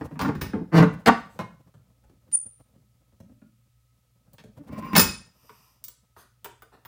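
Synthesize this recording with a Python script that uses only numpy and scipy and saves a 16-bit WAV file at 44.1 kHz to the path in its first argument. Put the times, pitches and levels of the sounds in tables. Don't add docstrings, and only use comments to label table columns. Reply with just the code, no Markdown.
import sys
import numpy as np
from scipy import signal
from scipy.fft import rfft, irfft
from scipy.io import wavfile
from scipy.ndimage import uniform_filter1d

SR = 44100
rng = np.random.default_rng(int(sys.argv[2]) if len(sys.argv) > 2 else 0)


def put_to_file(sound):
    columns = np.atleast_2d(sound).T
    safe = np.clip(columns, -1, 1)
    whole_steps = np.round(safe * 32767)
    wavfile.write(sys.argv[1], SR, whole_steps.astype(np.int16))


N = 302967
T = np.arange(int(.7 * SR)) / SR

# (time [s], relative level [dB])
HAND_LEVELS = [(0, -45), (0.55, -73.5), (0.95, -53), (1.349, -53.5), (1.598, -66.5), (2.752, -71),
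               (3.35, -75), (3.7, -83), (4.22, -74), (4.35, -65.5), (4.55, -62.5), (4.8, -43.5),
               (5.2, -63.5), (6.1, -81)]
# (time [s], relative strength [dB], hardness = edge over body [dB])
VISE_KNOCKS = [(0.010, -30.5, -23), (0.112, -42, -33), (0.157, -43, -31), (0.193, -24, -8),
               (0.212, -22.5, -10.5), (0.228, -30, -31), (0.248, -22.5, -19), (0.287, -31.5, -29),
               (0.534, -29.5, -33), (0.572, -43, -28), (0.780, -15, -11.5), (0.827, -17, -19.5),
               (1.061, -15, -3.5), (1.391, -25, -14), (4.383, -50, 2.5), (4.953, -16.5, 2),
               (4.963, -14.5, -22.5)]
HANDLE_CLANGS = [(0.212, -33.5, -5), (0.350, -41, -14), (0.412, -29.5, -4.5), (4.963, -13.5, 5)]
BOARD_BUMPS = [(1.741, -52, -11), (2.040, -56.5, -11), (2.097, -56.5, -9), (2.280, -62.5, -27),
               (2.316, -60, 11), (2.757, -59.5, -20), (3.123, -63, -17.5), (3.202, -46.5, -8.5),
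               (3.294, -55, -23.5), (3.418, -52.5, -20), (4.277, -63, -24), (4.439, -47, -6),
               (4.691, -42, -34.5), (4.724, -37, -24)]
STEEL_CLICKS = [(4.333, -70.5, 17.5), (5.494, -43.5, -20), (5.840, -59.5, 25), (5.882, -55.5, 19.5),
                (6.165, -46.5, -26.5), (6.445, -40, 4), (6.456, -36, -11), (6.621, -45.5, -5.5),
                (6.851, -43.5, -3.5)]
# (time [s], length [s], slip rate [Hz], thump [dB], body [dB], edge [dB])
SCREW_JUDDERS = [(0.259, 0.042, 148, -19.5, -30.5, -41), (0.591, 0.039, 177, -32, -62, -76.5),
                 (0.71, 0.13, 162, -9, -20.5, -30), (1.052, 0.047, 225, -14.5, -9.5, -21),
                 (4.564, 0.061, 295, -41.5, -63, -72)]
# (time [s], length [s], strength [dB], hardness [dB])
RUB_STROKES = [(1.284, 0.087, -81.5, 14), (5.287, 0.53, -64.5, 1), (6.157, 0.08, -57.5, -0.5),
               (6.715, 0.05, -55.5, -18.5)]
# (frequency [Hz], relative level [dB], t60 [s])
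VISE_MODES = [(166, 0, .07), (231, -3, .08), (293, -8, .08), (439, -4, .16), (562, -12, .1), (622, -16, .1),
              (790, -16, .1), (901, -10, .13), (1055, -13, .09), (1140, -6, .13), (1324, -13, .08),
              (1567, -18, .1), (1805, -12, .08), (2100, -18, .08), (2719, -24, .1)]
HANDLE_MODES = [(1080, -7, .13), (1830, -7, .14), (2548, -9, .15), (2900, -12, .16), (4452, -14, .12),
                (4989, -8, .22), (5030, -9, .22), (5281, -12, .18), (6986, -10, .13), (9560, -7, .14),
                (9595, -7, .14), (9650, -7, .11), (12180, -17, .1), (14865, -1, .13), (15000, 6, .17),
                (15110, -4, .1)]
BOARD_MODES = [(127, -7, 0.051), (165.1, 6.5, .1), (215, -5.5, 0.48), (302, -6.5, 0.027), (590, -1, 0.34),
               (643, -19.5, 0.32)]
PLIERS_MODES = [(401.4, -14.5, 0.094), (947, 1.5, 0.11), (1500, -11, 0.14), (1514, -4, 0.11),
                (1782, 5.5, 0.017), (3770, -48, 0.026), (6400, -3, 0.065), (8800, -35, .06),
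                (10300, 8.5, 0.042), (14600, -24, .05), (15200, 20, 0.047)]
HELD_BAR_MODES = [(1046, 12.5, 0.095), (2316, -0.5, 0.045), (2800, -4, .06), (4908, -19, .2),
                  (5250, -19.5, 0.26), (5900, -18.5, 0.26), (7180, -19, 0.065), (9590, -19, 0.11),
                  (12300, -23, .04), (15050, -7, .08)]
# (frequency [Hz], relative density [dB])
VISE_SPECTRUM = [(40, -50.5), (75, -33.5), (112, -13.5), (163, -2.5), (270, -4), (370, -20.5), (450, -15),
                 (720, -10.5), (920, -7.5), (1400, -13.5), (1900, -20.5), (3000, -29), (3900, -28.5),
                 (6500, -39.5), (16000, -63)]
HANDLE_SPECTRUM = [(30, -24), (60, -2), (230, 2), (450, -13.5), (700, -13.5), (1100, -8), (1850, -9),
                   (3000, -16.5), (5200, -11), (8200, -20.5), (10000, -19.5), (13000, -23), (15000, -12),
                   (16000, -24)]
BOARD_SPECTRUM = [(30, -26), (60, -5.5), (110, 1), (170, 1.5), (250, -3), (390, -18.5), (520, -6),
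                  (700, -15), (1000, -18.5), (2000, -31.5), (4500, -37.5), (16000, -41)]
PLIERS_SPECTRUM = [(35, -56), (60, -23), (301, -33), (417, -6.5), (715, -18), (991, 1), (1380, -1),
                   (1820, -18), (3420, -7), (5330, -6.5), (9350, -4), (10300, -11), (13600, 1),
                   (14900, -10.5), (16000, -41)]
SLIDE_SPECTRUM = [(24, -49), (40, -14), (115, -19.5), (163, 8.5), (225, -1.5), (305, -4), (382, -19.5),
                  (810, -26.5), (1020, -16), (1440, -21), (2380, -17), (3300, -31.5), (10700, -42.5),
                  (14800, -36), (16000, -38.5)]
# (frequency [Hz], relative density [dB])
AIR_SPECTRUM = [(15, -55.5), (25, -21.5), (43, -5), (64, -6.5), (89, -12), (123, -1.5), (190, -33),
                (1190, -34), (1290, -22), (1400, -36.5), (2050, -31.5), (2610, -32), (16000, -35)]
# (frequency [Hz], rms level [dB])
HUM_TONES = [(59.2, -73.5), (118.4, -69.5), (1281, -87)]
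# (frequency [Hz], t60 [s])
ROOM_T60 = [(100, 0.5), (260, 0.25), (700, 0.33), (1840, 0.38), (4850, .38), (9200, 0.36), (15000, 0.11)]


def amp(db):
    return 10 ** (np.asarray(db) / 20)


def unit_energy(x):
    return x / np.sqrt(np.sum(x ** 2) + 1e-20)


def unit_rms(x):
    return unit_energy(x) * np.sqrt(len(x))


def lookup(points, hz):
    point_hz, values = np.transpose(points)
    return np.interp(np.log(hz + 1), np.log(point_hz + 1), values)


def add(mix, start_s, sound):
    part = mix[max(round(start_s * SR), 0):][:len(sound)]
    part += sound[:len(part)]


def noise(spectrum, size):
    gain = amp(lookup(spectrum, np.fft.rfftfreq(size, 1 / SR)))
    return unit_rms(irfft(rfft(rng.standard_normal(size)) * gain, size))


def ring(modes):
    return unit_energy(sum(amp(db - 60 * T / t60_s) * np.sin(2 * np.pi * (hz * T + rng.random()))
                           * (1 - np.exp(-(hz * T) ** 2)) for hz, db, t60_s in modes))


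def decay(x, t60_points):
    hz, t, bands = signal.stft(x, SR, nperseg=256)
    gain = amp(-60 * t / lookup(t60_points, hz)[:, None])
    return signal.istft(bands * gain, SR, nperseg=256)[1][:len(x)]


def room(x, wet_db, build_s=0.0088):
    tail = decay(rng.standard_normal(len(T)), ROOM_T60) * (1 - np.exp(-(T / build_s) ** 2))
    return x + amp(wet_db) * signal.fftconvolve(x, unit_energy(tail))[:len(x)]


def body(spectrum, modes, ring_db, t60_s):
    dense = decay(noise(spectrum, len(T)), [(150, t60_s[0]), (8000, t60_s[1])])
    return unit_energy(dense) + amp(ring_db) * ring(modes)


def band_levels(strength_db, hard_db, thump_db, cushion):
    return strength_db + thump_db - cushion * hard_db, strength_db, strength_db + hard_db


def balance(x, levels_db, thump_hz=350, edge_hz=2500, bench_rise_s=0.0078):
    bands = [(thump_hz, "low"), ([thump_hz, edge_hz], "band"), (edge_hz, "high")]
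    parts = [signal.sosfilt(signal.butter(3, hz, kind, fs=SR, output="sos"), x) for hz, kind in bands]
    parts[0] *= 1 - np.exp(-T / bench_rise_s)
    return sum(amp(db) * part / np.sqrt(uniform_filter1d(part ** 2, size=660).max())
               for db, part in zip(levels_db, parts))


def impacts(rows, spectrum, modes, gain_db, ring_db, t60_s, rattle_db, rattle_s, wet_db,
            thump_db, cushion):
    out = np.zeros(N)
    age = T / rattle_s
    for start_s, strength_db, hard_db in rows:
        contacts = rng.standard_normal(len(T)) * (rng.random(len(T)) < 2500 / SR)
        force = amp(rattle_db) * unit_energy(contacts * np.sqrt(age) * np.exp(-age))
        force[0] += 1
        sound = signal.fftconvolve(force, body(spectrum, modes, ring_db, t60_s))[:len(T)]
        levels_db = band_levels(strength_db, hard_db, thump_db, cushion)
        add(out, start_s, balance(room(sound, wet_db), levels_db))
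    return amp(gain_db) * out


def hum_and_air(air_db=-69.5):
    t = np.arange(N) / SR
    hum = sum(np.sqrt(2) * amp(db) * np.sin(2 * np.pi * (hz * t + rng.random())) for hz, db in HUM_TONES)
    return hum + amp(air_db) * noise(AIR_SPECTRUM, N)


def hands(gain_db=-2, uneven_db=6.5):
    level_db = np.interp(np.arange(N) / SR, *np.transpose(HAND_LEVELS))
    pressure = noise([(1, 0.5), (18, 10.0), (60, -63.0), (200, -150)], N)
    return noise(BOARD_SPECTRUM, N) * amp(gain_db + level_db + uneven_db * pressure)


def vise_knocks():
    return impacts(VISE_KNOCKS, VISE_SPECTRUM, VISE_MODES, gain_db=-5, ring_db=-9.5,
                   t60_s=(0.078, 0.056), rattle_db=1.5, rattle_s=0.01, wet_db=-10,
                   thump_db=-10.5, cushion=0.66)


def handle_clangs(flight_at_0db_s=0.075, bounce_gain_db=0.46):
    hits = [(start_s + k * flight_at_0db_s * amp(db), db + k * bounce_gain_db, hard_db)
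            for start_s, db, hard_db in HANDLE_CLANGS for k in range(3)]
    return impacts(hits, HANDLE_SPECTRUM, HANDLE_MODES, gain_db=-5.5, ring_db=-0.5,
                   t60_s=(0.025, 0.049), rattle_db=0.5, rattle_s=0.003, wet_db=-7,
                   thump_db=-4, cushion=1.0)


def screw_judder(jitter=0.04, uneven_db=2, grit=0.04, attack_s=0.03, release_s=0.0089):
    out = np.zeros(N)
    for start_s, length_s, rate_hz, thump_db, body_db, edge_db in SCREW_JUDDERS:
        slip_s = (np.cumsum(1 + jitter * rng.standard_normal(40)) - .5) / rate_hz
        slips = np.zeros(len(T))
        slips[(np.clip(slip_s, 0, .5) * SR).astype(int)] = amp(uneven_db * rng.standard_normal(40))
        envelope = np.clip(np.minimum(T / attack_s, (length_s - T) / release_s), 0, 1) ** 2
        force = (slips - rate_hz / SR + grit * rng.standard_normal(len(T))) * envelope
        response = body(VISE_SPECTRUM, VISE_MODES, ring_db=-6.5, t60_s=(0.08, 0.056))
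        sound = room(signal.fftconvolve(force, response)[:len(T)], wet_db=-12.5)
        dull_db = 37.5 * np.abs(np.minimum(T / length_s, 1) - 0.52)
        add(out, start_s, balance(sound, (thump_db, body_db, edge_db - dull_db)))
    return out


def rubs(grain_db=3):
    out = np.zeros(N)
    for start_s, length_s, strength_db, hard_db in RUB_STROKES:
        grains = amp(grain_db * rng.standard_normal(len(T))) * rng.standard_normal(len(T))
        force = grains * np.sin(np.pi * np.minimum(T / length_s, 1))
        response = body(PLIERS_SPECTRUM, PLIERS_MODES, ring_db=-30, t60_s=(0.0111, 0.0029))
        sound = room(signal.fftconvolve(force, response)[:len(T)], wet_db=-4)
        add(out, start_s, balance(sound, band_levels(strength_db, hard_db, thump_db=-10.5, cushion=0.46)))
    return out


def board_bumps():
    return impacts(BOARD_BUMPS, BOARD_SPECTRUM, BOARD_MODES, gain_db=-7.5, ring_db=-13.5,
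                   t60_s=(0.037, 0.015), rattle_db=3, rattle_s=0.0057, wet_db=-7,
                   thump_db=8.5, cushion=0.08)


def screw_squeak(start_s=2.316, attack_s=0.01518, hold_s=0.026, release_s=0.018,
                 high_hz=9122, low_hz=6810, rise_hz_per_s=7000, base_db=-22.5, swell_db_per_s=273):
    held_s = np.clip(T - attack_s, 0, hold_s)
    cycles = np.cumsum(high_hz + rise_hz_per_s * held_s) / SR
    tone = np.sin(2 * np.pi * cycles) + amp(-29) * np.sin(2 * np.pi * cycles * low_hz / high_hz)
    fade_db = 50 * (np.maximum(1 - T / attack_s, 0) + np.maximum(T - attack_s - hold_s, 0) / release_s)
    envelope = amp(base_db + swell_db_per_s * held_s - fade_db)
    out = np.zeros(N)
    add(out, start_s, room(np.sqrt(2) * tone * envelope, wet_db=-11.5))
    return out


def steel_clicks():
    return impacts(STEEL_CLICKS, PLIERS_SPECTRUM, PLIERS_MODES, gain_db=-3, ring_db=2,
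                   t60_s=(0.061, 0.018), rattle_db=1, rattle_s=0.0046, wet_db=-7,
                   thump_db=-9, cushion=0.053)


def handle_slide(start_s=4.641, stop_s=4.95, attack_s=0.075, force_db=-39.5, grain_db=4,
                 sing_peak_s=4.86, sing_width_s=0.028, catch_rate_hz=2000):
    t = start_s + T
    scrape_db = force_db - 30 * np.maximum(1 - T / attack_s, 0)
    sing_db = scrape_db - 9 + 13.5 * np.exp(-((t - sing_peak_s) / sing_width_s) ** 2)
    catches = amp(grain_db * rng.exponential(1, len(T))) * rng.choice([-1, 1], len(T))
    catches *= rng.random(len(T)) < catch_rate_hz / SR
    scrape = unit_energy(body(SLIDE_SPECTRUM, HELD_BAR_MODES, ring_db=-16.5, t60_s=(0.22, 0.022)))
    out = np.zeros(N)
    for db, response in ((scrape_db, scrape), (sing_db, ring(HELD_BAR_MODES))):
        force = unit_rms(catches) * amp(db) * (t < stop_s)
        add(out, start_s, room(signal.fftconvolve(force, response), wet_db=1.5))
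    return out


def scene():
    return (hum_and_air() + hands() + vise_knocks() + handle_clangs() + screw_judder() + rubs()
            + board_bumps() + screw_squeak() + steel_clicks() + handle_slide())[None]


def record(dry, low_cut_hz=48, high_cut_hz=16300):
    highpass = signal.butter(5, low_cut_hz, "high", fs=SR, output="sos")
    lowpass = signal.firwin(255, high_cut_hz, window=("kaiser", 9), fs=SR)
    thin = signal.sosfilt(highpass, np.clip(dry, -1, 1))
    return signal.oaconvolve(thin, lowpass[None], "same")


dry = scene()
out = record(dry)
put_to_file(out)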